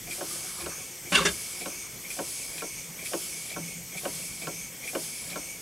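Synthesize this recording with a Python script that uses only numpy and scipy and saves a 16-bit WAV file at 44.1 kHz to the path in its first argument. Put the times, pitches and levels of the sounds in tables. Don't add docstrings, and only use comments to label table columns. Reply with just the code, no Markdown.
import sys
import numpy as np
from scipy import signal
from scipy.fft import rfft, irfft, next_fast_len
from scipy.io import wavfile
from scipy.ndimage import uniform_filter1d, map_coordinates

SR = 44100
rng = np.random.default_rng(int(sys.argv[2]) if len(sys.argv) > 2 else 0)


def bounce(signal):
    frames = np.transpose(np.atleast_2d(signal))
    limited = np.clip(frames, -1, 1)
    pcm = np.round(limited * 32767).astype(np.int16)
    wavfile.write(sys.argv[1], SR, pcm)


def field_ratio(decibels):
    return 10 ** (np.asarray(decibels, dtype=float) / 20)


N = 247401

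TURN_STARTS = [-.89, .1126, 1.116, 2.1066, 3.055, 3.9739, 4.8765, 5.755]
# pitch_hz, density_db (per Hz)
UPPER_JET = [(1530, -17), (2600, -15), (3170, -6), (4000, -8), (4950, 0.5), (6300, -9), (6850, -4),
             (8460, 1), (9260, -4.5), (10500, -1.5), (11100, -1), (12900, -11.5), (15800, -28)]
LOWER_JET = [(1530, -37), (2600, -1), (3790, -17.5), (4320, -6.5), (5930, 0), (6400, -1.5), (7840, -6),
             (8720, 0.5), (10800, -5), (11700, -8.5), (12300, -24), (13300, -11), (15800, -28)]
# pitch_hz, width_hz, level_db
UPPER_CAVITY = [(5200, 350, -1.5), (6500, 420, -8), (6730, 220, -11), (7040, 250, 2), (7900, 470, 1),
                (10335, 390, 7), (10800, 300, 2), (11300, 400, -5), (11700, 350, 2), (12500, 400, 1)]
LOWER_CAVITY = [(5650, 350, -1.5), (6450, 520, 8.5), (8670, 580, 5), (9550, 400, 2.5), (10000, 220, -9),
                (10250, 300, -5), (10950, 250, 1), (11830, 550, 9.5)]
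# pitch_hz, width_hz, level_db
PIPE_MODES = [(2205, 45, 0), (2290, 100, -3.5), (2400, 160, -10)]
# turn_share (0-1), level_db
UPPER_FLOW = [(0, -42.5), (.1, -47.5), (.2, -42), (.3, -45.5), (.51, -44.5), (.575, -58), (.87, -63),
              (.975, -54), (1, -42.5)]
LOWER_FLOW = [(0, -51), (.1, -46), (.33, -43.5), (.51, -63), (.565, -43.5), (.72, -42), (.79, -51),
              (.9, -54), (1, -51)]
PIPE_FLOW = [(0, -57), (.05, -66), (.14, -56), (.31, -47.5), (.5, -50.5), (.73, -46), (.89, -61),
             (.93, -53), (1, -57)]
GLAND_FLOW = [(0, -53), (.15, -52.5), (.42, -63), (.53, -56), (.74, -60), (.93, -52), (1, -53)]
# turn_share (0-1), level_db, pitch_hz
PORT_TONE = [(0, -75, 5900), (.53, -75, 5900), (.58, -52, 6000), (.66, -51, 6350), (.74, -53, 6550),
             (.84, -72, 6600), (1, -75, 6600)]
# turn_share (0-1), level_db
BEARING_LOAD = [(0, 0), (.1, 1.5), (.25, 4), (.33, -2.5), (.44, -1.5), (.51, 5), (.66, 0), (.86, -4),
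                (1, 2.5)]
# time_s, level_db
HUM_LEVEL = [(0, -64), (.36, -64), (.8, -58), (1.37, -65), (2.64, -62), (3.02, -52), (3.3, -63),
             (3.45, -62), (3.66, -49), (4.62, -52.5), (4.76, -61), (5.61, -53)]
# centre_s, lift_db, width_s
JOLTS = [(.42, 3, .14), (.64, 9, .06), (1.28, 15, .05), (1.6, 3, .15)]
# time_s, level_db
RUSTLE_LEVEL = [(0, -70), (.15, -62), (.42, -55), (.62, -55), (.8, -54), (.9, -68), (1.4, -60), (1.95, -62),
                (2.1, -75), (5.61, -75)]
# start_s, peak_db
UNSEAT_SPURTS = [(1.057, -42.5), (2.0416, -40.5), (2.9911, -40), (3.92, -42), (4.8309, -38.5)]
SLAP_SPURTS = [(.073, -41.5), (3.0185, -43.5), (3.951, -43), (4.85, -48)]
OPEN_SPURTS = [(.1126, -33), (2.1066, -34.5), (3.055, -35), (3.9739, -33.5), (4.8765, -32)]
REVERSE_SPURTS = [(.599, -44), (1.61, -37), (2.5326, -44.5), (3.507, -41), (4.417, -38.5), (5.314, -39)]
CLOSE_SPURTS = [(.646, -41), (2.5835, -39), (2.609, -35), (3.542, -37.5), (4.454, -44)]
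# pitch_hz, length_s, thud_db
SPURT_KINDS = [
    (2280, .016, -7),
    (2340, .01, 3),
    (2390, .0085, -21),
    (2370, .014, -1.5),
    (2420, .004, -16),
]
# start_s, peak_db, snap_db
TOP_KNOCKS = [
    (0.212, -23, -20),
    (2.192, -20, -20),
    (3.137, -19.5, -15),
    (4.056, -19.5, -16),
    (4.954, -19, -15.5),
]
BOTTOM_KNOCKS = [
    (0.664, -26, -9),
    (1.661, -24.5, -11),
    (2.624, -25, -15),
    (3.566, -23.5, -21),
    (4.474, -23.5, -12),
    (5.361, -24, -12),
]
# start_s, peak_db
TAKE_UP = [(0.182, -33), (2.168, -33), (3.12, -29.5), (4.036, -31), (4.934, -28.5)]
# pitch_hz, t60_s, top_knock_db, bottom_knock_db, take_up_db
BENCH_MODES = [(180, 0.076, -6, -0.5, -8), (218, 0.091, -5, -5, -22), (287.8, 0.095, -3, -2.5, -8),
               (336, 0.084, 0, -1.5, -11), (405.6, 0.17, -13, -11, -12), (455.6, 0.088, -9.5, -3.5, -21),
               (543.7, 0.083, 1.5, -1.5, 1), (580.7, 0.089, -2.5, -3, 4), (636, .09, -2.5, -7.5, -12),
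               (735, 0.083, -4.5, -5.5, 3), (882, 0.068, -9, -17.5, -19), (964, .11, -11.5, -10.5, -27),
               (1078.4, 0.052, -4.5, -1, -12), (1262, 0.036, -5.5, -13, -23), (1365, 0.066, -10.5, -2, -14),
               (1508, 0.046, -4, -4.5, -12), (1675, 0.024, -4, -5, -14), (1865, 0.04, -12, -25, -30),
               (2300, 0.036, -8, -26, -30), (2450, 0.037, -10, -26, -30), (2800, .04, -14, -22, -30),
               (2890, 0.032, -7, -16, -30), (3020, 0.034, -6, -24, -30)]
# start_s, peak_db, low_part_db
ROD_REVERSALS = [(0.6053, -35, -1), (1.6008, -35, -12), (2.5794, -33, -6), (3.5009, -35, -8),
                 (4.4194, -42, -5), (5.2999, -33, -10)]
# start_s, level_db, pitch_hz
BUMPS = [(.075, -42, 750), (.075, -39, 342), (.119, -45, 1730), (.305, -38, 1200), (.44, -42, 747),
         (.572, -41, 1020), (.583, -37, 1230), (.603, -42, 1080), (.59, -44, 1740), (.62, -38.5, 71),
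         (.794, -43, 750), (.81, -46, 1100), (3.95, -41, 740), (4.15, -35, 169)]
# start_s, level_db, pitch_hz
THUMPS = [(1.117, -21.5, 174), (1.117, -24, 579), (1.117, -27, 290), (1.12, -29, 800), (1.17, -25, 412),
          (1.19, -26, 170), (1.17, -34, 70), (1.205, -24, 547), (1.21, -27, 400), (1.25, -19.5, 406),
          (1.255, -31, 199), (1.272, -30, 600), (1.28, -37, 70), (1.305, -40, 336)]
# start_s, level_db, rise_s, t60_s, loudest_hz
SCRAPES = [
    (1.119, -20, 0.0035, 0.26, 3100),
    (1.145, -11.5, 0.0056, .13, 2850),
    (1.15, -19, 0.0093, 0.2, 1570),
    (1.172, -20, 0.0067, .3, 3500),
    (1.2, -24, 0.012, 0.28, 1100),
    (1.2514, -16, 0.001, 0.11, 6100),
    (1.255, -19.5, 0.0044, 0.19, 2200),
    (1.275, -19, 0.011, 0.14, 2900),
]
# pitch_hz, width_hz, level_db
PART_MODES = [(1098, 59, -2), (1550, 69, -4), (2160, 60, -2), (2820, 210, -7), (3570, 91, -0.5),
              (4100, 170, -20), (4650, 32, -4), (5880, 19, -8), (6950, 48, -3), (8700, 120, -8)]
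# pitch_hz, density_db (per Hz)
PART_SPECTRUM = [(71, -44), (120, -12), (167, 4), (405, -5.5), (836, -10), (1530, -3.5), (1830, -4.5),
                 (2820, -8), (6810, -11), (9500, -14.5), (13000, -48)]
# start_s, level_db, pitch_hz
BOUNCES = [(1.121, -27.2, 2411), (1.1235, -27.0, 1550), (1.125, -30.0, 3703), (1.128, -28.8, 2670),
           (1.1364, -24.3, 1550), (1.1439, -19.2, 2842), (1.1464, -27.0, 1119), (1.1479, -28.5, 3962),
           (1.1479, -23.3, 1722), (1.1494, -28.4, 6976), (1.1514, -18.5, 2756), (1.1529, -26.4, 4737),
           (1.1549, -30.2, 6546), (1.1554, -21.1, 3359), (1.1569, -22.1, 2670), (1.1574, -21.5, 2239),
           (1.1619, -21.0, 1550), (1.1639, -23.9, 2928), (1.1699, -27.9, 3617), (1.1738, -25.6, 1550),
           (1.1758, -27.9, 2842), (1.1773, -29.0, 3617), (1.1793, -24.8, 1378), (1.1853, -23.0, 1205),
           (1.1893, -29.4, 2670), (1.1908, -24.2, 1119), (1.1993, -25.3, 1205), (1.2177, -27.4, 1119),
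           (1.2507, -27.6, 2756), (1.2507, -23.3, 1722), (1.2512, -26.5, 5857), (1.2517, -26.2, 3531),
           (1.2517, -25.7, 6890), (1.2567, -29.3, 6287), (1.2577, -29.3, 5770), (1.2582, -28.3, 3359),
           (1.2611, -26.4, 2670), (1.2636, -27.4, 3703), (1.2661, -30.4, 5770), (1.2681, -22.8, 1636),
           (1.2686, -28.4, 2670), (1.2736, -28.6, 2842), (1.2856, -28.5, 1636), (1.2861, -29.5, 3186)]
# pitch_hz, density_db (per Hz)
ROOM_TONE = [(20, -48), (31, -8), (161, -1.5), (245, -8.5), (524, -7.5), (629, -12.5), (1580, -17),
             (2270, -6.5), (2590, -13.5), (3370, -10), (3950, -17), (6330, -6.8), (11900, -14),
             (13200, -13.5), (15800, -22)]
# pitch_hz, width_hz, level_db
LEAK = [(5830, 1300, 2), (8140, 410, 6), (10700, 400, -4), (12300, 300, -1.5)]
# pitch_hz, t60_s
WALL_DECAY = [(150, 0.25), (1000, 0.087), (8000, 0.2)]
# pitch_hz, level_db
SIDE_LEVEL = [(60, -11.5), (200, -17.5), (600, -11), (950, -6.5), (2300, -16.5), (3300, -15), (4000, -14.5),
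              (5700, -18), (7300, -19), (8100, -21), (9200, -12), (10400, -12), (12000, -4.5),
              (15500, -6.5)]
# pitch_hz, width_hz, level_db
HOUSING = [(3930, 390, -1.5), (4370, 270, 1.5), (4650, 260, -2.5), (7210, 200, -1), (9320, 220, -1.5),
           (12100, 300, -1.5), (13100, 500, 2.5), (14050, 250, -2), (14400, 300, 2), (15050, 400, -3),
           (15600, 250, 3)]


def unit(x):
    return x / np.sqrt(np.mean(x ** 2) + 1e-20)


def along(points, hz):
    f, v = np.transpose(points)
    return np.interp(np.log(hz + 1), np.log(f + 1), v)


def over_time(points):
    return field_ratio(np.interp(np.arange(N) / SR, *np.transpose(points)))


def turn_share():
    return np.interp(np.arange(N) / SR, TURN_STARTS, np.arange(len(TURN_STARTS))) % 1


def per_turn(points):
    return field_ratio(np.interp(turn_share(), *np.transpose(points)))


def wobble(rate):
    knots = rng.standard_normal(int(N * rate / SR) + 4)
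    return map_coordinates(knots, [np.arange(N) * rate / SR])


def filtered(x, response):
    m = next_fast_len(x.shape[-1] + 8192)
    spectrum = rfft(x, m) * response(np.fft.rfftfreq(m, 1 / SR))
    return irfft(spectrum, m)[..., :x.shape[-1]]


def resonances(peaks, f):
    return sum((-1) ** k * field_ratio(db) * 1j * f * width / (hz * hz - f * f + 1j * f * width)
               for k, (hz, width, db) in enumerate(peaks))


def bumps(peaks, f):
    return field_ratio(sum(db * np.exp(-2 * ((f - hz) / width) ** 2) for hz, width, db in peaks))


def ripple(f, spacing_hz, depth_db):
    knots = rng.standard_normal(2000)
    return field_ratio(depth_db * map_coordinates(knots, [np.minimum(f / spacing_hz, 1999)]))


def rush(response, patchy_db):
    z = signal.stft(rng.standard_normal(N + 512), nperseg=512)[2]
    field = uniform_filter1d(rng.standard_normal(z.shape), 6, 0)
    field = uniform_filter1d(field, 10, 1)
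    patchy = signal.istft(z * field_ratio(patchy_db * unit(field)), nperseg=512)[1][:N]
    return unit(filtered(patchy, response))


def shaped(envelope, noise):
    return unit(envelope * noise) * np.sqrt(np.mean(envelope ** 2))


def gritty(length, hold, spread_db):
    noise = rng.standard_normal(length)
    steps = rng.standard_normal(length // hold + 1).repeat(hold)[:length]
    return noise * field_ratio(spread_db * steps)


def add(track, s, sound):
    part = track[round(s * SR):][:len(sound)]
    part += sound[:len(part)]


def air():
    t = np.arange(N) / SR
    upper = rush(lambda f: field_ratio(along(UPPER_JET, f)) * bumps(UPPER_CAVITY, f) * ripple(f, 28, depth_db=2.2),
                 patchy_db=1.1)
    lower = rush(lambda f: field_ratio(along(LOWER_JET, f)) * bumps(LOWER_CAVITY, f) * ripple(f, 28, depth_db=2.6),
                 patchy_db=1.5)
    jets = field_ratio(5) * per_turn(UPPER_FLOW) * upper + field_ratio(1.5) * per_turn(LOWER_FLOW) * lower
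    supply_db = .6 - .28 * t + .7 * wobble(12)
    pipe = rush(lambda f: resonances(PIPE_MODES, f) / (1 + (2165 / (f + 1)) ** 60), patchy_db=.8)
    steadiness = .6
    pipe = unit(pipe / (uniform_filter1d(pipe ** 2, SR // 25) + .05) ** (steadiness / 2))
    first_turn_db = -3 * (t < 1.3)
    whistle = per_turn(PIPE_FLOW) * field_ratio(first_turn_db + .6 * wobble(25)) * pipe
    return jets * field_ratio(supply_db) + field_ratio(-0.3) * whistle


def port_tone():
    share, db, hz = np.transpose(PORT_TONE)
    turn = turn_share()
    fuzz = unit(filtered(rng.standard_normal((2, N)), lambda f: 1 / (1 + (f / 260) ** 4)))
    phase = 2 * np.pi * np.cumsum(np.interp(turn, share, hz)) / SR
    return field_ratio(np.interp(turn, share, db)) * (fuzz[0] * np.cos(phase) + fuzz[1] * np.sin(phase))


def gland():
    jet = filtered(rng.standard_normal(N), lambda f: resonances([(13200, 2200, 0)], f) ** 2 * (f > 12300))
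    return per_turn(GLAND_FLOW) * unit(jet)


def shake():
    t = np.arange(N) / SR
    jolt_db = sum(db * np.exp(-((t - s) / width) ** 2) for s, db, width in JOLTS)
    force = field_ratio(jolt_db) * per_turn(BEARING_LOAD)
    hum = over_time(HUM_LEVEL) * field_ratio(2.4 * wobble(16))
    hum = hum * rush(lambda f: resonances([(167, 15.5, 0)], f), patchy_db=0.0)
    buzz_db = -56 - 8 / (1 + np.exp((1.95 - t) / .15))
    buzz = field_ratio(buzz_db + 1.3 * wobble(6.2) - 2)
    buzz = buzz * rush(lambda f: resonances([(353, 13, 0)], f), patchy_db=-2.4)
    modes = [(hz, 70, db) for hz, _, db, *_ in BENCH_MODES[5:17]]
    rattle = field_ratio(-59 + 3.1 * wobble(20) - 4) * rush(lambda f: resonances(modes, f), patchy_db=2.0)
    return force * (hum + buzz + rattle)


def room():
    low_hum = [(39.7, 16, 4), (98, 24, -3.5)]  # pitch_hz, width_hz, level_db
    return field_ratio(-43) * rush(lambda f: field_ratio(along(ROOM_TONE, f)) * bumps(LEAK + low_hum, f)
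                           * ripple(f, 30, depth_db=1.5), patchy_db=1.74)


def rustle():
    friction = rush(lambda f: resonances([(1150, 350, 0), (1650, 400, -2)], f), patchy_db=2.5)
    return over_time(RUSTLE_LEVEL) * field_ratio(2.5 * wobble(30)) * friction


def spurts():
    out, t = np.zeros(N), np.arange(SR // 8) / SR
    tables = (UNSEAT_SPURTS, SLAP_SPURTS, OPEN_SPURTS, REVERSE_SPURTS, CLOSE_SPURTS)
    bench = [(c, 60, -3) for c, *_ in BENCH_MODES[:10]]
    for table, (hz, length, thud_db) in zip(tables, SPURT_KINDS):
        swell = t / length * np.exp(1 - t / length)
        neighbours = [(1.38 * hz, 400, -20), (.75 * hz, 300, -17)]

        def jet_response(f):
            broad = field_ratio(-21) * (f > 1500) / (1 + (f / 6000) ** 4)
            return resonances([(hz, 330, 0)], f) ** 2 + resonances(neighbours, f) + broad

        for s, db in table:
            jet, push = rng.standard_normal((2, len(t)))
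            jet = unit(filtered(jet, jet_response))
            push = unit(filtered(push, lambda f: resonances(bench, f)))
            spurt = field_ratio(db - 2.5) * shaped(swell, jet) + field_ratio(db + thud_db - 7) * shaped(swell, push)
            add(out, max(s - .005, 0), spurt)
    return out


def stand():
    out, t = np.zeros(N), np.arange(SR // 3) / SR
    for s, db, hz in BUMPS + THUMPS:
        rise, t60 = np.array([.008, .14]) * (400 / hz) ** .45
        drift = np.cumsum(rng.standard_normal(len(t))) * 0.025 * max(hz / 400, 1)
        envelope = field_ratio(db - 60 * t / t60) * (1 - np.exp(-t / rise))
        add(out, s, envelope * np.sin(2 * np.pi * hz * t + drift))
    return out


def knocks():
    out, t = np.zeros(N), np.arange(SR // 5) / SR
    hz, t60, *levels = np.transpose(BENCH_MODES)[:, :, None]
    touches = [(s, db, -24) for s, db in TAKE_UP]
    build_cycles = (3.2, 2.2, 5.5)
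    for table, mode_db, cycles in zip((TOP_KNOCKS, BOTTOM_KNOCKS, touches), levels, build_cycles):
        start = rng.uniform(-np.pi, np.pi, hz.shape) / 2
        build = 1 - np.exp(-t * hz / cycles)
        hold_db = -60 * (t / (1.15 * t60)) ** 1.35
        late = np.maximum(t - .021, 0)
        rebound = field_ratio(mode_db - 5.5 - 60 * late / t60 - 5 * hz / 1000) * (1 - np.exp(-late / 0.0028))
        rebound = np.sum(rebound * np.sin(2 * np.pi * hz * late), axis=0)
        for s, db, snap_db in table:
            scatter_db = rng.normal(0, .8, hz.shape)
            bright_db = (snap_db + 15) * (hz > 2000)
            modes = field_ratio(mode_db + bright_db + scatter_db + hold_db) * build
            ring = np.sum(modes * np.sin(2 * np.pi * hz * t + start), axis=0)
            shudder = filtered(rng.standard_normal(len(t)), lambda f: resonances([(400, 420, 0)], f) ** 2)
            shudder = field_ratio(2.5 - 60 * t / .15) * (1 - np.exp(-t / .012)) * unit(shudder)
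            snap = filtered(rng.standard_normal(len(t)), lambda f: resonances([(3200, 3000, 0)], f))
            snap = snap * field_ratio(snap_db + 18.5 - 60 * t / 0.037) * (1 - np.exp(-t / 0.0012))
            add(out, s - .0042, field_ratio(db - 10.5) * (ring + rebound + shudder + snap))
    return out


def rattles():
    out, t = np.zeros(N), np.arange(SR // 10) / SR
    for s, db, low_db in ROD_REVERSALS:
        rod = [(1100, 1200, low_db), (3900, 1400, 0)]
        chatter = filtered(gritty(len(t), 40, 4), lambda f: resonances(rod, f))
        envelope = field_ratio(db - 5.5 - 60 * t / .12) * (1 - np.exp(-t / 0.0017))
        add(out, s - .003, shaped(envelope, chatter))
    return out


def scrape():
    out, t = np.zeros(N), np.arange(SR // 4) / SR
    lift = [(c, w * 1.7, 8.5 + db / 2) for c, w, db in PART_MODES]
    for s, db, rise, t60, hz in SCRAPES:
        tilt_db = .3 * np.clip(db + 19, -5, 4)

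        def part_response(f):
            octaves = np.log2(np.maximum(f, 800) / 2000)
            spectrum = field_ratio(along(PART_SPECTRUM, f) + tilt_db * octaves)
            return spectrum * bumps(lift + [(hz, 0.42 * hz, 4)], f) * ripple(f, 90.24, depth_db=2.1)

        friction = filtered(gritty(len(t), 30, 2.4), part_response)
        envelope = field_ratio(db - 60 * t / t60) * (1 - np.exp(-t / rise))
        add(out, s, shaped(envelope, friction))
    stop = 1 / (1 + np.exp(np.clip((np.arange(N) / SR - 1.305) / 0.011, -50, 50)))
    return field_ratio(-3) * out * stop


def strikes():
    out, t = np.zeros(N), np.arange(SR // 12) / SR
    chance = rng.uniform(-1, 1, (len(BOUNCES), 3))
    for (s, db, hz), (a, b, c) in zip(BOUNCES, chance):
        t60 = .043 * (2000 / hz) ** .2
        split_hz = hz + 160 * c
        pair = np.sin(2 * np.pi * (hz * t + a)) + .45 * np.sin(2 * np.pi * (split_hz * t + b))
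        add(out, s, field_ratio(db + 4.3 - 60 * t / t60) * (1 - np.exp(-t / .002)) * pair)
    return out


def walls(x):
    hz, t, z = signal.stft(rng.standard_normal((2, SR // 2)), SR, nperseg=256)
    tail = signal.istft(z * field_ratio(-60 * t / along(WALL_DECAY, hz)[:, None]), SR, nperseg=256)[1]
    tail = tail / np.linalg.norm(tail[0])
    delayed = np.pad(x, (300, 0))[None]
    return signal.fftconvolve(delayed, tail, axes=1)[:, :N]


def spread(x):
    mid = filtered(x, lambda f: bumps(HOUSING, f))
    side = filtered(np.roll(x, SR // 30), lambda f: field_ratio(along(SIDE_LEVEL, f)))
    return np.array([mid + side, mid - side])


def scene():
    steady = spread(air() + port_tone() + gland() + shake() + room() + rustle())
    hits = spurts() + stand() + knocks() + rattles() + scrape() + strikes()
    aside = filtered(np.roll(hits, SR // 200), lambda f: resonances([(2500, 4100, 0)], f)) * [[1], [-1]]
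    balance = field_ratio([[.15], [-.15]])
    return (steady + hits + field_ratio(-15) * walls(hits) + field_ratio(-13.5) * aside) * balance


def low_pass(x):
    return signal.sosfilt(signal.butter(12, 16000, fs=SR, output="sos"), x)


def record(dry):
    mix = filtered(dry, lambda f: f < 15810)
    return low_pass(mix)


dry = scene()
out = record(dry)
bounce(out)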